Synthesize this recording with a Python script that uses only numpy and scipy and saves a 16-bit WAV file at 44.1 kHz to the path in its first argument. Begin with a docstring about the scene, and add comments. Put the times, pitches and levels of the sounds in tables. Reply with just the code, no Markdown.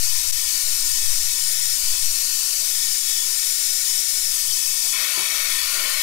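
"""A bright hiss: compressed air blows through a venturi vacuum tool on a radiator, outdoors under an open bonnet.
Turbulence noise rings in the short exhaust pipe and hisses straight from the nozzle; bonnet and engine scatter it.
Near the end a valve is turned and the rush gets fuller and lower, with a dull knock and hands brushing the tool.
The left microphone is near the tool, the right one far; light wind pushes slowly on both as low noise."""
import sys
import numpy as np
from scipy import signal
from scipy.fft import rfft, irfft, next_fast_len
from scipy.io import wavfile
from scipy.ndimage import map_coordinates

SR = 44100
rng = np.random.default_rng(int(sys.argv[2]) if len(sys.argv) > 2 else 0)


def wav_record(signal):
    """Record a signal, one row per channel, as 16-bit PCM in the file named by sys.argv[1]."""
    frames = np.transpose(np.atleast_2d(signal))
    bounded = np.clip(frames, -1, 1)
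    # unit amplitude maps onto the largest positive 16-bit level
    quanta = np.round(bounded * 32767).astype(np.int16)
    wavfile.write(sys.argv[1], SR, quanta)


def ratio_of_db(decibels):
    """Turn decibels (scalar or array-like) into linear amplitude factors; 0 dB maps to 1."""
    return 10 ** (np.asarray(decibels, float) / 20)


N = 265526                                                  # samples
SIZE = next_fast_len(N + 8192)                              # room for the tails
HZ = np.maximum(np.arange(SIZE // 2 + 1) * SR / SIZE, .3)   # kept above 0 for the logarithm
TIME_S = np.arange(N) / SR

# level of the shut-valve hiss, averaged over both sides, before scatter and arm; it sags from the turn on
JET_DB, SAG_DB_PER_S = -24.5, -0.1
TURN_S, TURN_LENGTH_S = 4.925, 0.01


def jet(flutter_db=-0.28, fast_db=0.32):
    """Turbulence drives the pipe and hisses beside it; the valve blends two colours of the same noise."""
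    left, other = [white() * pipe() + white() * nozzle() for side in (0, 1)]
    right = far_side(left, other)
    heard = np.array([left * echoes(0) * hollows(0), right * echoes(1) * hollows(1)])
    shut = irfft(heard, SIZE)[:, :N]
    opened = irfft(heard * opened_colour(), SIZE)[:, :N]
    opening = valve()
    blend = (1 - opening) * shut + opening * opened
    sag_db = SAG_DB_PER_S * np.maximum(TIME_S - TURN_S, 0)
    level = ratio_of_db(JET_DB + sag_db + flutter_db * drift(14.0) + fast_db * drift(34.0))
    return scatter(off_arm(level * blend / np.std(shut.mean(axis=0))))


# pipe and housing resonances: f/Hz, width/Hz, level/dB
PIPE_MODES = [(619, 46.4, -20), (1014, 55.3, -11.5), (1444, 115, -17.5), (1821.5, 63.5, -9),
              (2253, 121, -10.5), (2603, 100, -7.5), (3047, 79, -6), (3404, 90, -6), (3819, 93, -4.5),
              (4239, 109, -0.7), (4676, 170, 0.05), (5123, 120, 1), (5530, 106, 2), (5850, 122, 0.5),
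              (6306, 130, 0.9), (6714, 99, 0.7), (7220, 110, 0.5), (7770, 80, -1.6), (8090, 140, -4.1),
              (8320, 87, 0), (8785, 112, -1), (9130, 59, -4), (9396, 134, -4), (10270, 160, 2.5),
              (10210, 230, -4), (10930, 170, -7), (11420, 59, -4.5), (11910, 170, -6), (12040, 81, -16),
              (13000, 91, -12)]


def pipe():
    """Response of the resonances in parallel, signs alternating."""
    response = 0
    for k, (hz, width_hz, db) in enumerate(PIPE_MODES):
        response = response + (-1) ** k * ratio_of_db(db) / (1 + 1j * (HZ - hz ** 2 / HZ) / width_hz)
    return response


# hiss straight from the nozzle, between the resonances: f/Hz, level/dB per Hz
NOZZLE_COLOUR = [(150, -38.5), (400, -33.5), (700, -34.5), (1500, -24), (2800, -18.5), (4000, -24.5),
                 (5300, -8), (7000, -6), (9000, -6.5), (12500, -9), (14000, -11.5), (15000, -9),
                 (15700, -14)]


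def nozzle():
    """Gain of the broad turbulence noise that bypasses the pipe."""
    return ratio_of_db(on_grid(NOZZLE_COLOUR))


# right level against left: f/Hz, level/dB
FAR_LEVEL = [(200, -7), (600, -17.5), (1100, -23), (2400, -19), (3500, -25), (4800, -34), (5600, -25),
             (6400, -19.5), (7600, -22), (8400, -15.5), (8800, -30), (10200, -24.5), (12500, -23.5),
             (15700, -20)]
# share of the right signal that is the same noise as the left: f/Hz, share (0-1)
SHARED_NOISE = [(300, .5), (1000, .95), (2500, 1), (4700, .95), (6000, .55), (8500, .4), (10500, .85),
                (15000, .65)]


def far_side(left, other):
    """The far microphone hears part of the near noise 0.21 ms late, in opposite polarity, and part of its own."""
    share = on_grid(SHARED_NOISE)
    lag = -np.exp(-2j * np.pi * HZ * .21 / 1000)
    return ratio_of_db(on_grid(FAR_LEVEL)) * (np.sqrt(share) * left * lag + np.sqrt(1 - share) * other)


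# echoes off bonnet, engine and ground: delay/ms, left gain, right gain
ECHO_PATHS = [(1.35, 0.031, -0.057), (1.7, 0.051, -0.039), (2.25, -0.019, 0.04), (3.2, 0.075, 0.032),
              (8.0, 0.11, 0.091), (10.1, 0.074, 0.051)]


def echoes(side):
    """Direct path and a few short reflections."""
    return 1 + sum(row[1 + side] * np.exp(-2j * np.pi * HZ * row[0] / 1000) for row in ECHO_PATHS)


# hollows where paths cancel: f/Hz, width/Hz, left depth (0-1), right depth (0-1); depths are capped at .95
HOLLOW_BANDS = [(959.6, 71, 1, 0.8), (1622, 120, 0.57, 0.5), (2010, 71, 0.3, 0.5), (2824, 69, 0.5, 0.4),
                (3190, 74, 0.4, 0.5), (4190, 150, 0, 0.9), (4270, 76, 0.16, .7), (4600, 140, 0.06, 0.9),
                (5440, 120, 0.05, 0.8), (9550, 160, 0.2, .5)]


def hollows(side):
    """Narrow dips cut into the hiss."""
    out = 1
    for hz, width_hz, *depth in HOLLOW_BANDS:
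        shape = 1 + ((HZ - hz) * 2 / width_hz) ** 2
        out = out * (1 - np.clip(depth[side], 0, .95) / shape)
    return out


# colour change with the valve open: f/Hz, level/dB
OPENED_COLOUR = [(300, 7.5), (500, 17), (800, 5), (1300, 16.5), (2000, 14), (3000, 8), (4000, 7),
                 (5000, -3.5), (7000, -7), (9000, -3.2), (12000, 0), (15000, -2.5)]


def opened_colour():
    """Gain that turns the shut-valve hiss into the fully opened one."""
    return ratio_of_db(on_grid(OPENED_COLOUR))


# the valve leaks a little at first, seals slowly, then is turned open (openings 0-1)
LEAK, LEAK_FADE_S, OPENING = 0.047, 1.9, 0.53
# handle nudged wider for a moment: t/s, extra opening (0-1), half length/s
HANDLE_NUDGES = [(4.96, 0, 0.12), (5.84, 0.1, 0.15)]


def valve():
    """Opening 0-1: a fading leak, the turn, and the nudges after it."""
    turned = np.clip((TIME_S - TURN_S) / TURN_LENGTH_S, 0, 1)
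    nudged = 0
    for at, more, half_s in HANDLE_NUDGES:
        nudged = nudged + more * np.clip(1 - np.abs(TIME_S - at) / half_s, 0, 1)
    return (1 - turned) * LEAK * np.exp(-TIME_S / LEAK_FADE_S) + turned * (OPENING + nudged)


def off_arm(x, right_share=0.29):
    """The arm reflects the jet: a copy read through a moving delay, weaker on the right."""
    path = arm_path()
    at = np.arange(N) - in_time(path) * SR / 1000
    late = np.array([map_coordinates(side, [at], order=3) for side in x])
    return x + in_time(path, order=2) * late * [[1], [right_share]]


# hand and arm rest in poses near the tool and reflect the jet: arrival t/s, delay/ms, gain at the left
ARM_POSES = [(0, .53, .04), (.72, .55, .14), (1.5, .562, .33), (2.0, .7, .14), (2.8, .555, .28),
             (4.9, .875, .19), (5.95, .945, .2)]
MOVE_MS_PER_S, SHORTEST_MOVE_S, MOVING_GAIN = .5, .2, .05


def arm_path():
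    """Rows (t/s, delay/ms, gain): poses are held between moves; in a long move the gain is low midway."""
    rows = [ARM_POSES[0]]
    for (_, ms, gain), (arrival, next_ms, next_gain) in zip(ARM_POSES, ARM_POSES[1:]):
        move_s = abs(next_ms - ms) / MOVE_MS_PER_S
        rows.append((arrival - max(move_s, SHORTEST_MOVE_S), ms, gain))
        if move_s > SHORTEST_MOVE_S:
            rows.append((arrival - move_s / 2, (ms + next_ms) / 2, MOVING_GAIN))
        rows.append((arrival, next_ms, next_gain))
    return rows


# dense scatter, near the moving worker, then the engine bay: start/ms, t60/s, left level/dB,
# right level/dB, changes per s
SCATTER_TAILS = [(.3, 0.03, -10.5, -15.5, 0.78), (3.0, 0.2, -10.5, 0, 0.33)]


def scatter(x):
    """Pairs of dying noise tails on each side, slowly blended as the worker shifts about."""
    s, out = np.arange(8192) / SR, x
    for start_ms, t60, left_db, right_db, per_s in SCATTER_TAILS:
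        tails = rng.standard_normal((2, 2, len(s))) * ratio_of_db(-60 * s / t60) * (s > start_ms / 1000)
        tails /= np.linalg.norm(tails, axis=2, keepdims=True)
        first, second = irfft(rfft(x, SIZE) * rfft(tails, SIZE), SIZE)[:, :, :N]
        angle = np.pi * drift(per_s)
        out = out + ratio_of_db([[left_db], [right_db]]) * (np.cos(angle) * first + np.sin(angle) * second)
    return out


def dip(at_s=.3175, half_ms=8.8):
    """Gain that fades to nothing and back for a moment."""
    return np.clip(np.abs(TIME_S - at_s) * 1000 / half_ms, 0, 1)


# a dull knock and its bounces: t/s, strike level/dB
KNOCK_STRIKES = [(5.174, -28.5), (5.194, -31), (5.217, -33)]
# what the knock rings with: f/Hz, level/dB, t60/s
KNOCK_RINGS = [(185, -13, 0.11), (371, -5, 0.15), (620, -11, 0.1), (870, -4.5, 0.059)]


def knocks(right_db=-17.0, thin_hz=110):
    """Each knock strikes every mode; a light object gives no deep bass."""
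    out, clicks = np.zeros(N), np.full(N, 1e-18)
    for s, db in KNOCK_STRIKES:
        clicks[round(s * SR)] = ratio_of_db(db)
    for hz, level_db, t60 in KNOCK_RINGS:
        r, w = ratio_of_db(-60 / (t60 * SR)), 2 * np.pi * hz / SR   # decay per sample, turn per sample
        out += ratio_of_db(level_db) * signal.lfilter([0, np.sin(w)], [1, -2 * r * np.cos(w), r * r], clicks)
    thin = signal.butter(4, thin_hz, "high", fs=SR, output="sos")
    return signal.sosfilt(thin, out) * ratio_of_db([[0], [right_db]])


def rustle(right_db=-17.0):
    """Dull band of noise under the brushing hands."""
    band = signal.butter(2, [260, 1500], "band", fs=SR, output="sos")
    noise = rms_one(signal.sosfilt(band, rng.standard_normal((2, N))))
    return noise * brushing() * ratio_of_db([[0], [right_db]])


# hands brush the tool: t/s, level/dB at the left while held, hold/s
HAND_BRUSHES = [(4.86, -42.5, 0.005), (5.003, -44, 0.043), (5.182, -38.5, 0.018), (5.324, -41.5, 0.005),
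                (5.76, -40.5, 0.12)]
BRUSH_RISE_DB_PER_S, BRUSH_FALL_DB_PER_S = 398, 228


def brushing():
    """Each brush rises, holds and falls at steady rates in dB."""
    out = 0
    for at, db, hold_s in HAND_BRUSHES:
        rise_db = BRUSH_RISE_DB_PER_S * np.maximum(at - TIME_S, 0)
        fall_db = BRUSH_FALL_DB_PER_S * np.maximum(TIME_S - at - hold_s, 0)
        out = out + ratio_of_db(db - rise_db - fall_db)
    return out


# strength of the breeze, as pressure swings at the left microphone: t/s, level/dB
BREEZE = [(0, -22), (.5, -26.5), (1.15, -20), (1.5, -33), (1.9, -22), (2.5, -32.5), (3.1, -34.5),
          (3.6, -37), (4.0, -35), (4.3, -24), (5.2, -51.5), (5.6, -26.5), (6.02, -35.5)]
# colour of the slow pressure swings: f/Hz, level/dB per Hz
SWING_COLOUR = [(1, 7), (3, 2), (6, 7), (10, -42.5), (16, -10), (30, -77)]
# colour of the rumble: f/Hz, level/dB per Hz
RUMBLE_SPECTRUM = [(10, -15), (18, -17), (30, -5), (60, -7), (120, -19.5), (250, -33), (400, -29)]
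# eddies at the microphone ports: level in the mean breeze, share of the breeze's swing they follow
RUMBLE_DB, RUMBLE_FOLLOWS = -53.5, 0.98


def wind(lower_db=3.5, uneven_db=0.5, upper_db=5.0, split_hz=90):
    """Slow pressure swings and a rumble; its level above split_hz fluctuates independently of the part below."""
    gust_db = in_time(BREEZE)
    swings = ratio_of_db(gust_db) * pair(SWING_COLOUR, alike=.6)
    rumble_db = RUMBLE_DB + RUMBLE_FOLLOWS * (gust_db - gust_db.mean()) + uneven_db * drift(3.2)
    rumble = ratio_of_db(rumble_db) * pair(RUMBLE_SPECTRUM, alike=1.0)
    lower, upper = [signal.sosfilt(signal.butter(2, split_hz, kind, fs=SR, output="sos"), rumble)
                    for kind in ("low", "high")]
    return swings + ratio_of_db(lower_db * drift(7.1)) * lower + ratio_of_db(upper_db * drift(6.4)) * upper


def pair(colour, alike, right_db=-10.5):
    """Coloured noise, partly or wholly common to both microphones and weaker on the right."""
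    left, other = [rms_one(irfft(white() * ratio_of_db(on_grid(colour)), SIZE)[:N]) for side in (0, 1)]
    return np.array([left, ratio_of_db(right_db) * (alike * left + np.sqrt(1 - alike ** 2) * other)])


def white():
    """Spectrum of fresh white noise."""
    return rfft(rng.standard_normal(SIZE))


def drift(rate):
    """Slow chance with spread 1: noise through two equal poles at rate/Hz, drawn every 40 samples."""
    r = np.exp(-80 * np.pi * rate / SR)
    slow = signal.lfilter([1], [1, -2 * r, r * r], rng.standard_normal(N // 40 + 2002))[2000:]
    return np.interp(np.arange(N) / 40, np.arange(len(slow)), rms_one(slow))


def rms_one(x):
    """Scales to unit rms."""
    return x / np.sqrt(np.mean(x ** 2) + 1e-20)


def in_time(rows, order=1):
    """One column of a curve read at every sample."""
    rows = np.array(rows)
    return np.interp(TIME_S, rows[:, 0], rows[:, order])


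def on_grid(points):
    """Second column of a spectrum read at every frequency, along log frequency."""
    points = np.array(points)
    return np.interp(np.log(HZ), np.log(points[:, 0]), points[:, 1])


def scene():
    """All sources at the two microphones; the hiss dips briefly."""
    return dip() * jet() + knocks() + rustle() + wind()


def band_limit(x):
    """A steep low-pass at the top of the band."""
    return signal.sosfilt(signal.butter(12, 16700, fs=SR, output="sos"), x)


def record(dry):
    """A steep top cut at 15730 Hz, then a steep low-pass at 16700 Hz, finishes the mix."""
    cut = irfft(rfft(dry, SIZE) * (HZ < 15730), SIZE)[:, :N]
    return band_limit(cut)


dry = scene()
out = record(dry)
wav_record(out)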